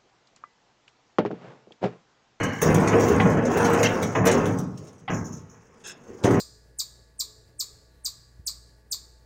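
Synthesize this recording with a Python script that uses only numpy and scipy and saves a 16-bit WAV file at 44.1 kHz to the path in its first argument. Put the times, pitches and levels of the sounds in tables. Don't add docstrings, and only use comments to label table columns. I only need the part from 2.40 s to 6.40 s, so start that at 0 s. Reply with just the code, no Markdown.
import sys
import numpy as np
from scipy import signal
from scipy.fft import rfft, irfft
from scipy.io import wavfile
from scipy.ndimage import uniform_filter1d

SR = 44100
rng = np.random.default_rng(int(sys.argv[2]) if len(sys.argv) > 2 else 0)


def pcm_store(signal):
    levels = np.round(np.clip(np.atleast_2d(signal), -1, 1) * 32767)
    wavfile.write(sys.argv[1], SR, levels.astype(np.int16).T)


N = 176400
T = np.arange(N) / SR

# time in seconds, then levels of boom, body, rasp and grit in dB.
DRAG_LEVELS = [(0, -21, -17.5, -22.5, -45.5), (.2, -40, -66, -47.5, -52.5), (0.239, -18, -21.5, -23, -38.5),
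               (0.722, -23.5, -18.5, -23, -39), (0.879, -15.5, -27.5, -28.5, -40.5),
               (1.029, -26.5, -15.5, -29.5, -53.5), (1.219, -25, -19.5, -18, -32.5),
               (1.38, -25.5, -21, -22.5, -40.5), (1.55, -25, -20, -23.5, -39.5),
               (1.73, -38, -37.5, -39, -52.5), (1.81, -23.5, -24, -29.5, -68), (1.95, -21, -16, -22, -40.5),
               (2.117, -23.5, -24, -33, -46.5), (2.28, -31, -61, -81, -58),
               (2.44, -74, -43.5, -53.5, -54.5), (2.68, -42, -66.5, -68, -68), (2.7, -22, -22.5, -23, -64),
               (2.839, -27.5, -44, -61, -56), (3.13, -66, -69, -56.5, -67),
               (3.619, -53.5, -52.5, -57, -60.5), (3.713, -40, -35.5, -50.5, -57.5),
               (3.77, -73, -60, -52, -59.5), (3.828, -48, -31, -49, -55.5),
               (3.849, -25.5, -11.5, -19.5, -39), (4.0, -21, -30, -32.5, -46.5)]
# lower edge in Hz, upper edge in Hz.
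CONTACT_BANDS = [(65, 250), (250, 700), (700, 2900)]
# frequency in Hz, time to fall 60 dB in seconds.
SHEET_DECAY = [(60, 0.97), (200, 0.75), (500, 0.55), (1200, 0.82), (3000, 0.055), (8000, 0.067)]
# frequency in Hz, time to fall 60 dB in seconds.
TREBLE_DECAY = [(2000, 0.34), (4500, 0.19), (6300, 0.084), (8500, 0.037), (16000, 0.049)]
GRAINS_PER_S, GRAIN_SPREAD_DB, CRACK_FALL_S = 7000, 4.5, 0.014


def amp(db):
    return 10 ** (np.asarray(db) / 20)


def unit(x):
    return x / np.sqrt(np.mean(x ** 2) + 1e-20)


def curve_at(points, hz):
    frequencies, values = np.transpose(points)
    return np.interp(np.log(hz + 1), np.log(frequencies + 1), values)


def tint(x, colour):
    return unit(irfft(rfft(x) * amp(curve_at(colour, np.fft.rfftfreq(N, 1 / SR))), N))


def band(x, edges):
    return unit(signal.sosfilt(signal.butter(4, edges, "bandpass", fs=SR, output="sos"), x))


def resonate(x, hz, width_hz):
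    return signal.lfilter(*signal.iirpeak(hz, hz / width_hz, SR), x)


def slips(per_s, spread_db):
    size = amp(spread_db * np.minimum(rng.exponential(1, N), 4))
    return size * rng.choice([-1., 1.], N) * (rng.random(N) < per_s / SR)


def burst(start, rise_s, fall_s):
    t = np.maximum(T - start, 0)
    return (1 - np.exp(-t / rise_s)) * np.exp(-t / fall_s)


def ring(x, decay):
    hz, t, spectrum = signal.stft(rng.standard_normal(SR), SR, nperseg=256)
    t60 = curve_at(decay, hz)[:, None]
    tail = signal.istft(spectrum * amp(-60 * t / t60) / np.sqrt(t60), SR, nperseg=256)[1]
    return signal.fftconvolve(x, tail / np.linalg.norm(tail))[:N]


def moving_ring(x, decay, sets=3, turn_hz=2.3):
    turn = 2 * np.pi * turn_hz * T
    return sum(ring(x * np.cos(turn + np.pi * k / sets), decay) for k in range(sets)) * np.sqrt(2 / sets)


def patchy(x, depth_db=2):
    spectrum = signal.stft(x, nperseg=512)[2]
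    drift = rng.standard_normal(spectrum.shape)
    for _ in range(2):
        drift = uniform_filter1d(uniform_filter1d(drift, size=5, axis=0), size=7, axis=1)
    return signal.istft(spectrum * amp(depth_db * unit(drift)), nperseg=512)[1][:N]


def background(air_db=-59.5, rumble_offset_db=-26.5):
    # frequency in Hz, relative level in dB.
    air_colour = [(15, -28.5), (25, 0), (335, -5.5), (463, 7), (607, -12), (2000, -14), (6380, -48),
                  (16000, -52)]
    rumble_colour = [(10, -18.5), (25, 4), (70, -9), (150, -20), (600, -83.5)]
    times, boom_db = np.transpose(DRAG_LEVELS)[:2]
    rumble = tint(rng.standard_normal(N), rumble_colour) * amp(np.interp(T, times, boom_db) + rumble_offset_db)
    return rumble + amp(air_db) * tint(rng.standard_normal(N), air_colour)


def grip(start=3.438, length_s=.09, level_db=-47.5, ring_db=-4):
    # frequency in Hz, bandwidth in Hz, relative level in dB.
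    resonances = [(380, 90, -6), (1650, 250, -1), (2650, 160, -2), (3350, 200, -4), (5300, 220, -1),
                  (6400, 450, 2)]
    stroke = np.sin(np.pi * np.clip((T - start) / length_s, 0, 1)).clip(0) ** .5
    skid = slips(per_s=2000, spread_db=1.5)
    rub = stroke * sum(amp(db) * unit(resonate(skid, hz, width)) for hz, width, db in resonances)
    rub = signal.sosfilt(signal.butter(4, 8000, fs=SR, output="sos"), rub)
    return amp(level_db) * (rub + amp(ring_db) * ring(rub, TREBLE_DECAY))


def squeak(scratch_db=-15):
    # start in seconds, level in dB.
    rubs = [(1.664, -42.5), (1.748, -43), (2.7, -47.5), (2.733, -43), (2.842, -46), (2.922, -48),
            (3.094, -55.5)]
    # frequency in Hz, half-width in Hz, relative level in dB.
    resonances = [(5470, 180, -7), (5960, 180, -3), (6660, 400, 0.5)]
    envelope = sum(amp(db) * burst(start, rise_s=.004, fall_s=.045) for start, db in rubs)
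    grains = slips(GRAINS_PER_S, GRAIN_SPREAD_DB)
    tone = sum(amp(db) * band(grains, (hz - width, hz + width)) for hz, width, db in resonances)
    return envelope * (tone + amp(scratch_db) * band(grains, (2500, 17000)))


def flakes(clicks, count=64, width_hz=980):
    struck = rng.integers(0, count, N)
    pitches_hz = np.linspace(1800, 16000, count) + width_hz * rng.uniform(-0.84, 1, count)
    return sum(resonate(clicks * (struck == k), hz, width_hz) for k, hz in enumerate(pitches_hz))


def rust(clumps_per_s=28, clump_s=0.0099, clump_share=0.43, direct_db=-7, ring_db=-5):
    # frequency in Hz, relative level in dB.
    colour = [(2000, 4.5), (3200, -8.5), (4300, -10), (5300, -3.5), (6100, 1), (6750, 0), (7700, -11),
              (10500, -14), (13500, -17.5), (15500, -11)]
    # start in seconds, relative levels of crunch and top in dB.
    cracks = [(0.0319, -30, -40), (0.216, -21, -23.5), (0.3433, -28, -36), (0.4735, -22, -48),
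              (0.596, -29, -40), (0.68, -28, -37), (1.052, -30.5, -53), (1.1712, -32, -34.5),
              (1.25, -25, -57), (1.3317, -28, -36), (1.429, -20.5, -29.5), (1.6247, -24, -36.5),
              (1.854, -22, -28.5), (1.8696, -14, -41.5), (1.912, -21.5, -36.5), (2.0553, -33, -43),
              (2.185, -34.5, -42.5), (2.373, -43, -61), (3.472, -36.5, -47), (3.838, -22.5, -44)]
    scratch_hz, crunch_hz, top_hz = (2000, 5000), (2500, 8000), (8000, 17000)
    bite = 1.33
    grit_db = np.interp(T, *np.transpose(DRAG_LEVELS)[[0, -1]]) - 1
    onsets = (rng.random(N) < clumps_per_s / SR) * 1.
    clumps = unit(signal.lfilter([1], [1, -np.exp(-1 / (clump_s * SR))], onsets))
    clicks = slips(GRAINS_PER_S, GRAIN_SPREAD_DB) * (1 - clump_share + clump_share * clumps)
    grains = tint(flakes(clicks), colour)
    grit = band(grains, crunch_hz) * amp(grit_db) + band(grains, top_hz) * amp(bite * grit_db + 3)
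    splinters = tint(flakes(slips(per_s=12000, spread_db=6.2)), colour)
    scratch, crunch, top = (band(splinters, edges) for edges in (scratch_hz, crunch_hz, top_hz))
    for start, crunch_db, top_db in cracks:
        crack = amp(crunch_db - 6.5) * crunch + amp(top_db - 5) * top
        crack += amp(bite * crunch_db - 4) * scratch
        grit += 2 * burst(start, 0.00065, CRACK_FALL_S) * crack
    return patchy(amp(direct_db) * grit + amp(ring_db) * moving_ring(grit, TREBLE_DECAY))


def clank(rise_s=0.0026, crack_db=3, ring_db=-4):
    # start in seconds, level in dB.
    blows = [(0.798, -22.5), (1.749, -33), (2.678, -31.5)]
    # frequency in Hz, relative level in dB, time to fall 60 dB in seconds.
    modes = [(759, 3.5, 0.2), (830, -4.5, 0.41), (1070, -4, 0.57), (1660, -28, 1), (1906, -1, 0.081),
             (1995, 2, 0.098), (2130, -13, 0.045), (3180, -24.5, 0.14)]
    rim, envelope = np.zeros(N), np.zeros(N)
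    for start, level_db in blows:
        t = np.maximum(T - start, 0)
        tone = sum(amp(db - 60 * t / t60) * np.sin(2 * np.pi * (hz * t + rng.random()))
                   for hz, db, t60 in modes)
        rim += amp(level_db) * (1 - np.exp(-(t / rise_s) ** 2)) * tone
        envelope += amp(level_db + crack_db) * burst(start, rise_s, CRACK_FALL_S)
    crack = envelope * band(rng.standard_normal(N), CONTACT_BANDS[2])
    return rim + crack + amp(ring_db) * ring(crack, SHEET_DECAY)


def squeal(fade_db_per_s=56.5, ramp_s=0.004, waver_s=.00015, waver_hz=(20, 45.8), ring_db=-7):
    # frequency in Hz, half-width in Hz, relative level in dB.
    resonances = [(1654, 79, -33), (2053, 190, -33), (2950, 49, -34.5), (4280, 160, -46.5),
                  (6150, 640, -42)]
    # start and length in seconds, gain in dB, tilt in dB per octave.
    catches = [(-.01, 0.22, -1, -4.5), (1.434, 0.042, 4, 4), (1.864, 0.052, 1.5, -5.5)]
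    voices = [(np.log2(hz / resonances[0][0]), amp(db) * band(rng.standard_normal(N), (hz - w, hz + w)))
              for hz, w, db in resonances]
    tone = np.zeros(N)
    for start, length, level_db, tilt in catches:
        t = np.clip(T - start, 0, length)
        gate = np.clip(np.minimum(t, length - t) / ramp_s, 0, 1)
        envelope = gate * amp(level_db - fade_db_per_s * t)
        tone += envelope * sum(amp(tilt * octaves) * voice for octaves, voice in voices)
    tone = np.interp(T + waver_s * band(rng.standard_normal(N), waver_hz), T, tone)
    return tone + amp(ring_db) * ring(tone, TREBLE_DECAY)


def edge_force():
    # frequency in Hz, relative level in dB.
    colour = [(29, -45.5), (50, -19.5), (102, 1.5), (205, -2), (380, -1.5), (468, 1.5), (513, -4),
              (782, -12.5), (889, -9.5), (1660, -15), (4000, -32.5), (5200, -64.5), (8800, -120)]
    # start in seconds, relative levels of boom, body and rasp in dB.
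    knocks = [(0.215, -15, -11.5, -21.5), (0.253, -4, -10, -32), (0.531, -12, -6, -21.5),
              (0.854, -20, -6, -23.5), (1.752, -18, -13, -20.5), (1.858, -30, -9.5, -20.5),
              (3.839, -5.5, -11, -31.5)]
    rise_s = [0.0091, 0.022, 0.0012]
    fall_s = [0.0077, 0.023, 0.018]
    times, *levels_db = np.transpose(DRAG_LEVELS)
    friction = tint(patchy(slips(per_s=1100, spread_db=3)), colour)
    chatter = tint(rng.standard_normal(N), colour)
    force = np.zeros(N)
    for k, (edges, trim_db) in enumerate(zip(CONTACT_BANDS, (-1, -1.5, -2))):
        force += band(friction, edges) * amp(np.interp(T, times, levels_db[k]) + trim_db)
        impacts = sum(amp(db[k]) * burst(start, rise_s[k], fall_s[k]) for start, *db in knocks)
        force += 2 * band(chatter, edges) * impacts
    return force


def sheet(force, direct_db=-8, ring_db=-5):
    # frequency in Hz, gain in dB, time to fall 60 dB in seconds.
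    modes = [(107, 0.5, 0.92), (156, 2, 0.7), (180.5, 1.5, 0.37), (371, -8, 0.85), (470.4, 3, 0.51),
             (877, -3, 1), (1097, -3.5, 1), (1084, 4, 1), (1690, -11, .5)]
    sound = amp(direct_db) * force + amp(ring_db) * moving_ring(force, SHEET_DECAY)
    for hz, db, t60 in modes:
        radius = np.exp(-np.log(1000) / (t60 * SR))
        pole = radius * np.exp(2j * np.pi * hz / SR)
        sound += 2 * amp(db) * signal.lfilter([1 - radius], [1, -pole], force).real
    return sound


def scene():
    return (sheet(edge_force()) + rust() + squeal() + squeak() + clank() + grip() + background())[None]


def record(dry):
    return signal.oaconvolve(dry, signal.firwin(401, 16000, window=("kaiser", 8), fs=SR)[None], "same")


dry = scene()
out = record(dry)
pcm_store(out)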